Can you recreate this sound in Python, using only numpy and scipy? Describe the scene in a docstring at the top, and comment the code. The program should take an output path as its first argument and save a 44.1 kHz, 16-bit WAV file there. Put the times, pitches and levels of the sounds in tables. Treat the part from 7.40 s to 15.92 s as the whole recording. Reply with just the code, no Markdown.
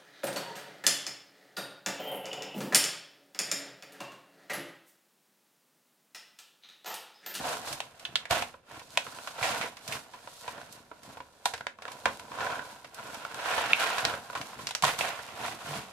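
"""A clear plastic bead box is lifted, turned and tilted on a bedroom desk, close to the microphone.
First come short shoves: box and beads scrape, ringing the thin walls, skin brushes the plastic,
the latch cracks three times and the desk carries low thumps. From 2.7 s the handling is lighter,
with finger taps and knocks of lid and dividers. From 4.9 s the slides are harder; the latch cracks
again at 6.3 s, the box clatters and thumps near 7.4 s, and a last push ends at about 8.4 s."""
import sys
import numpy as np
from scipy import signal
from scipy.fft import rfft, irfft, next_fast_len
from scipy.io import wavfile
from scipy.ndimage import uniform_filter1d

SR = 44100
rng = np.random.default_rng(int(sys.argv[2]) if len(sys.argv) > 2 else 0)


def output_pcm(signal):
    """Save a mono or channel-first signal as 16-bit PCM at the path in sys.argv[1].

    Samples are clipped to [-1, 1] before scaling.
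    """
    pcm = np.clip(np.atleast_2d(signal).T, -1, 1) * 32767
    wavfile.write(sys.argv[1], SR, np.round(pcm).astype(np.int16))


N = 375732
TIME_S = np.arange(N) / SR
HZ = np.fft.rfftfreq(4096, 1 / SR)


def amp(db):
    """dB to gain."""
    return 10 ** (np.asarray(db) / 20)


def unit(x):
    """Scale to unit rms."""
    return x / np.sqrt(np.mean(x ** 2) + 1e-20)


def over_freq(points, hz=HZ):
    """Interpolate a table over log frequency."""
    f, value = np.transpose(points)
    return np.interp(np.log(hz + 1), np.log(f), value)


def over_time(points, t=TIME_S):
    """Interpolate a table over time."""
    return np.interp(t, *np.transpose(points))


def bell(hz, width_oct):
    """Unit-height bell over log frequency."""
    return np.exp(-(np.log2((HZ + 1) / hz) / width_oct) ** 2)


def resonances_db(modes):
    """Sum of resonant peaks and dips over frequency."""
    return sum(db / (1 + (2 * (HZ - hz) / width_hz) ** 2) for hz, width_hz, db in modes)


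def add(mix, s, sound):
    """Mix a stereo sound in at time s."""
    part = mix[:, max(round(s * SR), 0):][:, :sound.shape[1]]
    part += sound[:, :part.shape[1]]


def pan(lean_db):
    """Channel gains for a left-minus-right level."""
    return amp(np.vstack([lean_db, -lean_db]) / 2)


def colour(x, gain_db):
    """Minimum-phase filter: rings after a blow, never before."""
    log_gain = np.log(amp(np.r_[gain_db, gain_db[-2:0:-1]]))
    impulse = np.fft.ifft(np.exp(np.conj(signal.hilbert(log_gain)))).real
    return signal.oaconvolve(x, impulse[None, :len(HZ)], axes=1)


def flatten(burst, width_hz=650):
    """Level the broad spectrum; narrow peaks and dips stay."""
    power = uniform_filter1d(abs(rfft(burst[:2 * len(HZ) - 2])) ** 2, int(width_hz / HZ[1]))
    return colour(burst[None], -10 * np.log10(abs(power) + 1e-9))[0, :len(burst)]


def wobble(per_s):
    """Smooth random motion of about unit size."""
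    steps = rng.standard_normal(N // 20)
    return np.interp(TIME_S * per_s, np.arange(len(steps)), steps)


def grains(per_s, spread_db):
    """Tiny impacts, random in time and size."""
    size = amp(spread_db * np.minimum(rng.exponential(1, N), 4))
    return unit(rng.standard_normal((2, N)) * size * (rng.random(N) < per_s / SR))


# left-right likeness: f/Hz, correlation
CORRELATION = [(60, 0.95), (600, 0.85), (1200, 0.59), (2200, 0.25), (4000, 0.033), (15000, 0.029)]
def mic_pair(x):
    """Two unrelated signals to stereo: alike in the bass, apart in the treble."""
    size = next_fast_len(x.shape[1])
    mid, side = rfft(x, size)
    same = over_freq(CORRELATION, np.fft.rfftfreq(size, 1 / SR))
    mid, side = mid * np.sqrt(1 + same), side * np.sqrt(1 - same)
    return irfft(np.array([mid + side, mid - side]), size)[:, :x.shape[1]]


def texture(drive, gain_db):
    """Coloured stereo layer at unit rms."""
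    return unit(mic_pair(colour(drive, gain_db))[:, :N])


# room noise: f/Hz, level/dB
AMBIENCE_SPECTRUM = [(20, 4), (110, 13), (300, 7), (600, 16), (1100, -33.5), (2000, -44), (5000, -48.5),
                     (15000, -24)]
def ambience(level_db=-67):
    """Faint steady room noise."""
    return amp(level_db) * texture(rng.standard_normal((2, N)), over_freq(AMBIENCE_SPECTRUM))


# reverberation: f/Hz, t60/s
ROOM_DECAY = [(100, 0.48), (600, 0.18), (2500, 0.2), (6000, 0.2), (15000, 0.21)]
def room(x, build_s=0.0049):
    """Small furnished room: dense reflections, bass lasting longest."""
    hz, t, noise = signal.stft(rng.standard_normal((2, SR // 2)), SR, nperseg=256)
    decay = amp(-60 * t / over_freq(ROOM_DECAY, hz)[:, None])
    tail = mic_pair(signal.istft(noise * decay, SR, nperseg=256)[1])
    tail *= 1 - np.exp(-(np.arange(tail.shape[1]) / SR / build_s) ** 2)
    return signal.fftconvolve(x, tail / np.linalg.norm(tail[0]), axes=1)[:, :N]


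# firmness of the shifting hands: t/s, level/dB
GRIP_DB = [(0, 15), (0.43, 3), (0.54, -5.5), (0.62, 1.5), (0.88, -8), (1.1, -0.5), (1.24, -22), (1.36, -23),
           (1.55, 5), (1.92, 5), (2.35, -4), (2.69, -2), (2.77, 1.5), (2.93, -3), (3.25, 2.5), (3.48, -7),
           (3.7, -2), (3.9, -6.5), (4.2, 1), (4.35, -19), (4.47, -1), (4.72, 9), (4.86, 3.5), (5.3, 7),
           (5.5, -2.5), (5.68, 5), (6.86, 5), (7.0, 8.5), (7.13, 6.5), (7.4, -1.5), (7.8, 9), (8.52, 4)]
# shoves of the box: t/s, rise/s, hold/s, scrape level/dB, brush level/dB, bump level/dB
SHOVES = [(-0.04, 0.11, 0.065, -35, -41, -74.5), (0.215, 0.055, 0.046, -42.5, -43, -47),
          (0.655, .01, 0.17, -57, -78, -61.5), (0.901, 0.0073, 0.016, -28, -35, -43),
          (0.94, 0.0084, 0.042, -36.5, -41.5, -48), (1.261, 0.058, 0.056, -48, -56.5, -53.5),
          (1.382, 0.054, 0.18, -74, -59.5, -66), (1.62, 0.034, 0.26, -53.5, -53.5, -78),
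          (1.962, 0.057, 0.12, -33, -43.5, -47.5), (2.124, 0.024, 0.095, -38, -46, -48.5),
          (2.42, 0.096, 0.041, -40.5, -44.5, -50), (2.75, 0.16, 0.2, -68, -54.5, -75),
          (3.018, 0.029, 0.15, -47.5, -71, -59), (3.268, 0.041, 0.068, -58, -59.5, -55),
          (3.608, 0.037, 0.1, -52, -58.5, -54), (4.052, 0.003, 0.037, -49, -48, -68),
          (4.367, 0.087, 0.11, -48, -63, -57), (4.9, 0.094, 0.13, -31.5, -51.5, -48),
          (5.132, 0.016, 0.11, -44.5, -65, -59), (5.539, 0.037, 0.23, -43, -57, -51.5),
          (5.914, 0.16, 0.13, -32, -43.5, -50), (6.219, 0.022, 0.095, -37, -47, -50),
          (6.356, 0.045, 0.039, -33, -38.5, -62), (6.452, 0.024, 0.13, -36, -45, -64),
          (6.625, 0.024, 0.082, -35, -47, -42.5), (6.914, 0.016, 0.09, -57, -63, -47.5),
          (7.17, 0.031, 0.03, -50.5, -51.5, -46.5), (7.429, 0.0062, 0.054, -30.5, -34.5, -42.5),
          (7.555, 0.04, 0.032, -38, -42, -45.5), (7.618, 0.03, 0.039, -35.5, -44, -54),
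          (7.965, 0.081, 0.036, -36, -45, -45), (8.197, 0.1, 0.078, -38.5, -45, -44)]
def effort(layer, grip_db, start_db=-15.5, release_db_per_s=196):
    """Gain of a rubbing layer: shifting grip plus shoves that speed up, hold and die."""
    column = ("scrape", "brush", "bump").index(layer)
    t = np.arange(0, N / SR, 0.001)
    power = amp(grip_db + over_time(GRIP_DB, t)) ** 2
    for s, rise_s, hold_s, *levels_db in SHOVES:
        rise_db = start_db * np.maximum(1 - (t - s) / rise_s, 0)
        fall_db = release_db_per_s * np.maximum(t - s - rise_s - hold_s, 0)
        power += amp(levels_db[column] + rise_db - fall_db) ** 2
    return np.interp(TIME_S, t, np.sqrt(power))


# desk rumble: f/Hz, level/dB
BUMP_SPECTRUM = [(28, -42), (50, -14), (75, -5), (110, 0), (152, 2), (200, -2.5), (250, 1), (310, -2),
                 (400, -6), (900, -16), (5000, -38.5), (14000, -51)]
def bumping(trim_db=-3.5, uneven_db=-2.1):
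    """Soft pushes of box and arms, carried through the desk."""
    pushes = grains(per_s=390, spread_db=-9) * amp(uneven_db * wobble(per_s=30))
    rumble = texture(pushes, over_freq(BUMP_SPECTRUM))
    return rumble * effort("bump", grip_db=-63) * amp(trim_db) * pan(lean_db=0.5)


# box set down or pushed on the desk: t/s, level/dB, f/Hz, swell/s
DESK_THUMPS = [(0.908, -31.5, 94, 0.0054), (2.014, -38.5, 116, 0.0066), (2.106, -39, 126, 0.0055),
               (2.203, -38, 156, 0.0038), (2.488, -40.5, 115, 0.0044), (7.428, -32.5, 153, 0.01),
               (8.269, -41, 150.3, 0.033), (8.345, -40.5, 190, 0.024)]
def thumps():
    """The desk top swings briefly under each push."""
    out, t = np.zeros((2, N)), np.arange(SR // 5) / SR
    for s, db, hz, swell_s in DESK_THUMPS:
        swing = (t / swell_s * np.exp(1 - t / swell_s)) ** 2 * np.cos(2 * np.pi * hz * t)
        speed = np.gradient(swing) * SR / (2 * np.pi * hz)
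        add(out, s, amp(db) * speed * pan(lean_db=-1))
    return out


# skin on plastic: f/Hz, level/dB
BRUSH_SPECTRUM = [(300, -8.5), (1500, -26), (2700, -2.5), (4000, 4), (5700, 0), (8500, -1), (12500, -6),
                  (15500, -18)]
def brushing(catch_db=-8, trim_db=1.07, uneven_db=2):
    """Skin drags over plastic: fine bright hiss that catches now and then."""
    fizz = grains(per_s=13000, spread_db=-0.5) * amp(uneven_db * wobble(per_s=99))
    catches = amp(catch_db) * grains(per_s=160, spread_db=3.5)
    hiss = texture(fizz + catches, over_freq(BRUSH_SPECTRUM))
    return hiss * effort("brush", grip_db=-62) * amp(trim_db) * pan(lean_db=-1.4)


# wall and compartment modes, dips between: f/Hz, width/Hz, level/dB at depth 1
BODY_MODES = [(364, 44, -5), (568.3, 13.5, 2), (681, 62, 6), (770, 98, 5.5), (936, 110, 1.5),
              (1031, 310, 4.5), (1212, 50, -4), (1373, 385, 4.5), (2034, 59, -2), (3690, 1560, 3.5)]
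def body_db(depth):
    """Response of the thin-walled box, rubbed or struck."""
    return depth * resonances_db(BODY_MODES)


# air modes, dips between: f/Hz, width/Hz, level/dB at depth 1
AIR_MODES = [(538, 150, 3.5), (773, 180, -1), (994, 130, 6), (1215, 110, -3.5), (1513, 300, 5),
             (1880, 160, -2), (2960, 400, -2)]
def cavity_db(depth):
    """Response of the air in the compartments."""
    return depth * resonances_db(AIR_MODES)


# freedom of the compartments to ring: t/s, share/0-1
HOLLOW_SHARE = [(0.9, 0.1), (1.75, 1), (2.1, 0.14), (4.9, 1), (5.7, 1), (6.4, 0), (6.9, 0.4), (7.5, .15)]
def compartments(rub):
    """Compartments ring under light handling; hard shoves damp them."""
    share = over_time(HOLLOW_SHARE)
    hollow = unit(colour(rub, cavity_db(depth=1.04))[:, :N])
    return (1 - share) * rub + share * hollow


# note of the rubbed wall: t/s, f/Hz, level/dB
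WALL_RESONANCE = [(.1, 1580, 3), (1.0, 1770, 1), (2.2, 1650, 2.5), (3.1, 1860, 4.5), (4.8, 1500, -1.5),
                  (5.1, 1510, 1.5), (5.8, 1480, 2), (6.2, 1760, 4.5), (6.45, 1440, 4.5), (7.7, 2010, 4),
                  (8.4, 1760, 0)]
def flexing_wall(rub, width_hz=260):
    """One resonance shifts as the box is turned and flexed."""
    s, hz, db = np.transpose(WALL_RESONANCE)
    carrier = np.exp(2j * np.pi * np.cumsum(np.interp(TIME_S, s, hz)) / SR)
    pole = np.exp(-np.pi * width_hz / SR)
    note = 2 * (carrier * signal.lfilter([1 - pole], [1, -pole], rub / carrier)).real
    return rub + note * (amp(np.interp(TIME_S, s, db)) - 1)


# rasp boost: t/s, level/dB
RASP_DB = [(0, 3.5), (.95, 10), (1.75, 8.5), (2.1, 6.5), (5, 5), (6.15, 9.5), (6.45, 13.5), (6.8, 4),
           (7.5, 10), (8.1, 8)]
def lid_rasp(rub, hz=2900, width_oct=1):
    """The dragging lid edge lifts one treble band."""
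    bandpass = np.fft.fftshift(irfft(bell(hz, width_oct)))[1:]
    edge = signal.oaconvolve(rub, bandpass[None], "same", axes=1)
    return rub + edge * (amp(over_time(RASP_DB)) - 1)


def beads(per_s=140, chatter_s=0.002):
    """Single beads tip over, each chattering briefly against a wall."""
    tips = rng.uniform(0.6, 1, N) * (rng.random(N) < per_s / SR)
    power = signal.lfilter([1], [1, -np.exp(-2 / (chatter_s * SR))], tips ** 2 + 1e-12)
    return unit(np.sqrt(power) * rng.standard_normal((2, N)))


# sliding plastic: f/Hz, level/dB
SCRAPE_SPECTRUM = [(40, -39), (200, -10), (360, -0.5), (520, 4), (800, 0.5), (1100, -0.5), (1500, -4),
                   (2000, -6), (2700, -7), (4000, -17), (7000, -16.5), (15000, -46.5)]
def scraping(trim_db=-1.28, uneven_db=2, beads_db=-5):
    """Slipping plastic and sliding beads: a dense patter rings the box."""
    slips = grains(per_s=7000, spread_db=1.5) * amp(uneven_db * wobble(per_s=88))
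    patter = slips + amp(beads_db) * beads()
    rub = texture(patter, over_freq(SCRAPE_SPECTRUM) + body_db(depth=1.29))
    rub = flexing_wall(compartments(lid_rasp(rub)))
    return rub * effort("scrape", grip_db=-55.5) * amp(trim_db)


# lid and wall panels: f/Hz, energy level/dB re blow, t60/s
PANEL_MODES = [(550, -27.5, 0.042), (764, -29, .08), (1021, -22.5, 0.032), (1444, -29.5, 0.042),
               (1695, -28.5, 0.033), (2365, -25, 0.015), (3840, -26, 0.049), (4380, -26.5, 0.062)]
def panels(t):
    """Panels ring freely after a blow."""
    ring = np.zeros((2, len(t)))
    for hz, db, t60 in PANEL_MODES:
        unit_energy = np.sqrt(4 * np.log(1000) / (t60 * SR))
        ring += unit_energy * amp(db - 60 * t / t60) * np.sin(2 * np.pi * (hz * t + rng.random((2, 1))))
    return ring


# struck plastic: f/Hz, level/dB
STRIKE_SPECTRUM = [(30, -25), (90, -9), (350, -14.5), (550, -1), (750, -6), (1100, -6), (1600, -3.5),
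                   (2500, -2), (4000, -9), (8000, -14.5), (13000, -28.5), (16000, -50)]
def blow(ring_hz, ring_db, hollow_db, tilt_db_per_oct, t60_s, cavity_depth, ring_oct,
         crack=0.65, crack_s=0.00047, node_db=5, node_ratio=1.443, span_s=0.013, trim_db=-0.74):
    """A sharp crack, then bending waves die in the walls; each spot has its own ring."""
    t = np.arange(SR // 10) / SR
    envelope = amp(-60 * t / t60_s) + crack * np.exp(-t / crack_s)
    bursts = rng.standard_normal((2, len(t))) * envelope
    drive = np.array([flatten(burst) for burst in bursts]) + panels(t)
    # stiff corners ring high; mid-wall also sounds the hollow of the box
    spot_db = ring_db * bell(ring_hz, ring_oct) + hollow_db * bell(hz=750, width_oct=0.5)
    # the spot moves little on either side of its ring
    for node_hz in (ring_hz / node_ratio, ring_hz * node_ratio):
        spot_db -= node_db * bell(node_hz, ring_oct / 2)
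    hardness_db = tilt_db_per_oct * np.log2(np.maximum(HZ, 400) / 1500)
    box_db = over_freq(STRIKE_SPECTRUM) + body_db(depth=1.03) + cavity_db(cavity_depth)
    hit = mic_pair(colour(drive, box_db + spot_db + hardness_db))
    hit *= np.sqrt(span_s * SR) / np.linalg.norm(hit, axis=1, keepdims=True)  # energy of unit rms over span_s
    return amp(trim_db) * hit


# edge ticks: t/s, level/dB, tilt/(dB/oct)
EDGE_TICKS = [(0.274, -40.5, -2), (0.3278, -35, 7), (0.596, -49, 6), (1.395, -47.5, 4), (2.369, -45.5, 3),
              (2.478, -37.5, 7.5), (3.3257, -47.5, 11.5), (3.6328, -52.5, 8), (4.178, -46, 2.5),
              (4.4214, -43, 0.5), (4.518, -43.5, 6), (5.4454, -43, -1), (5.545, -46, 9), (5.744, -43, 5.5),
              (6.583, -29.5, 1.5), (7.014, -36, 1.5)]
def ticks():
    """A plastic edge catches: one thin high ring."""
    out = np.zeros((2, N))
    for s, db, tilt in EDGE_TICKS:
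        add(out, s, amp(db) * blow(ring_hz=5230, ring_db=3.5, hollow_db=-1.5, tilt_db_per_oct=tilt,
                                   t60_s=0.054, cavity_depth=0, ring_oct=0.97))
    return out


# soft taps: t/s, level/dB, ring f/Hz, tilt/(dB/oct), t60/s
SOFT_TAPS = [(1.141, -45.5, 1190, -6, 0.031), (1.415, -48.5, 870, -6, 0.05),
             (1.666, -38.5, 1150, -2, 0.045), (1.771, -46, 1010, -3, 0.023),
             (1.787, -42, 1390, -2.5, 0.017), (2.7364, -42, 943, -0.5, 0.12),
             (2.874, -41.5, 1080, -2.5, 0.032), (3.0784, -33, 920, -1.5, 0.073),
             (3.1796, -45, 1580, -2, .027), (3.215, -45, 1490, -1, .023), (3.5147, -42, 1200, -7.5, 0.042),
             (3.771, -42.5, 1000, -4.5, 0.05), (3.804, -39.5, 1050, -4.5, 0.033),
             (4.2085, -37.5, 1640, -3.5, 0.018), (4.387, -47, 1210, -4, .03),
             (4.4533, -38.5, 1570, -2.5, 0.014), (4.4805, -38, 1040, -1, 0.032),
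             (4.659, -26.5, 1020, -5, .084), (4.6791, -32, 1070, -4, 0.13), (4.7966, -43, 1000, 2.5, .026),
             (4.917, -38.5, 1050, -3.5, 0.027), (5.006, -31, 1570, -2, 0.086),
             (5.065, -33, 1490, -3.5, .04), (5.1928, -34.5, 1640, -4, 0.032),
             (5.8507, -34, 1330, -2, 0.016), (5.945, -40.5, 1440, 4.5, 0.02), (6.18, -28, 960, -2.5, 0.039),
             (6.5017, -33, 1040, -1, 0.032), (6.739, -33.5, 1550, -3.5, 0.028), (6.9, -38, 1200, -4, .018),
             (6.932, -41.5, 1210, -2.5, 0.026), (6.975, -38, 1100, 1, .04), (7.1315, -44.5, 1150, -2, .03),
             (7.19, -40, 1110, -3, 0.12), (7.7906, -39.5, 1590, -3, .028)]
def taps():
    """Fingers and lid tap the box: a short hollow "tok"."""
    out = np.zeros((2, N))
    for s, db, hz, tilt, t60 in SOFT_TAPS:
        add(out, s, amp(db) * blow(ring_hz=hz, ring_db=8, hollow_db=-2.5, tilt_db_per_oct=tilt,
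                                   t60_s=t60, cavity_depth=0.83, ring_oct=0.44))
    return out


# snaps and knocks: t/s, level/dB, ring f/Hz, ring/dB, hollow/dB, tilt/(dB/oct), t60/s, cavity depth
BOX_SNAPS = [(0.4037, -31.5, 2870, 9, 11, 2.5, 0.02, 0), (0.6518, -34.5, 3300, 14.5, -9, 1.5, 0.037, 0.53),
             (0.7564, -24.5, 3780, 14.5, -6, 2.5, 0.031, 0.94),
             (0.8544, -39, 1930, 12, 7, 1.5, 0.037, 0.17), (0.9087, -22.5, 4500, 12, 11, -1.5, 0.12, 0),
             (1.0216, -29, 2600, 8, 15, 2, 0.054, 0.47), (1.5739, -21.5, 2680, 10, 9.5, 2.5, 0.026, 0.53),
             (1.8737, -35, 1330, 9.5, 0, 1, 0.046, 0.22), (2.028, -22.5, 2000, 8.5, 9, 3.5, 0.73, 0),
             (2.2121, -29.5, 2060, 10, -7, -0.5, 0.16, 0.45), (2.5235, -32.5, 2110, 20, -12, 8.5, 0.09, 0),
             (4.0561, -21.5, 3900, 5.5, 15.5, 4, 0.036, 1.3), (4.137, -32.5, 1900, 3, -2, -0.1, 0.067, 0.8),
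             (4.2682, -30.5, 1880, 10, -6, -1.5, 0.013, 0.62),
             (4.6565, -21, 1800, 10, -2.5, -0.5, 0.029, 1.3),
             (6.3329, -22.5, 2720, 22, -14, 0, 0.012, 0.16), (6.651, -23, 4640, 10, -10, 1.5, 0.025, 0),
             (6.952, -29.5, 1190, 12, 3.5, 0, 0.092, 0.2), (7.2702, -31, 5200, 11, -4, 3, 0.03, 0.0093),
             (7.2895, -37.5, 2300, 0, -2, 2.5, .04, 0.43), (7.3088, -34.5, 3570, 5.5, 5, 3, 0.027, 0.12),
             (7.3503, -28, 5600, 9.5, 0.5, 3, 0.028, 0.22), (7.4237, -28.5, 1050, 5, 13, 5.5, .03, 0.36),
             (7.4374, -19.5, 960, 17, -3, -3.5, 0.02, 0.36), (7.4435, -26, 950, 14, -2, 3.5, 0.0078, 0.65),
             (7.4503, -27, 3240, 8, 3, 2, 0.017, 0.1), (7.589, -32, 1170, 13, -2, 7, 0.035, 0.04),
             (7.6093, -26.5, 2640, 21, 15, -0.5, 0.025, 0.1)]
def snaps():
    """Lid, latch and dividers snap and knock, each in its own colour."""
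    out = np.zeros((2, N))
    for s, db, *spot in BOX_SNAPS:
        add(out, s, amp(db) * blow(*spot, ring_oct=0.84))
    return out


# latch cracks: t/s, level/dB, f/Hz, swell/s, left minus right/dB
LATCH_CRACKS = [(0.6517, -25, 3230, 0.00055, 2), (0.7567, -8, 3450, 0.00028, -5),
                (1.5739, -12, 2430, 0.00043, -5), (6.3328, -6.5, 2480, 0.00045, -2)]
def latch(echo_s=0.0023, echo_db=-12, left_lag_s=0.00005):
    """The stiff tongue springs over its catch for a few cycles; a nearby surface echoes it."""
    out, t = np.zeros((2, N)), np.arange(SR // 50) / SR
    t = np.maximum(t - np.vstack([left_lag_s, 0]), 0)
    for s, db, hz, swell_s, lean_db in LATCH_CRACKS:
        envelope = t / swell_s * np.exp(1 - t / swell_s)
        crack = amp(db) * pan(lean_db) * envelope * np.sin(2 * np.pi * hz * t)
        add(out, s, crack)
        add(out, s + echo_s, amp(echo_db) * crack)
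    return out


# box position: t/s, left minus right/dB
BOX_LEAN_DB = [(.5, -2), (.76, -3), (2.1, -3), (3.7, -2.5), (4.1, -2), (4.7, -2), (6.3, -2.5), (7.4, -1.5),
               (7.6, -3.5), (8.3, -2)]
def scene(hit_room_db=-8, rub_room_db=-10, latch_room_db=-14):
    """The box close by, the room behind it."""
    place = pan(over_time(BOX_LEAN_DB))
    hits = (snaps() + taps() + ticks()) * place + thumps()
    rubs = scraping() * place + brushing() + bumping()
    cracks = latch()
    reverb = room(amp(hit_room_db) * hits + amp(rub_room_db) * rubs + amp(latch_room_db) * cracks)
    return hits + rubs + cracks + reverb + ambience()


def record(dry, cutoff_hz=15700):
    """Steep low-pass band limit."""
    lowpass = signal.firwin(255, cutoff_hz, window=("kaiser", 9), fs=SR)
    return signal.oaconvolve(dry, lowpass[None], "same")


dry = scene()
out = record(dry)
output_pcm(out)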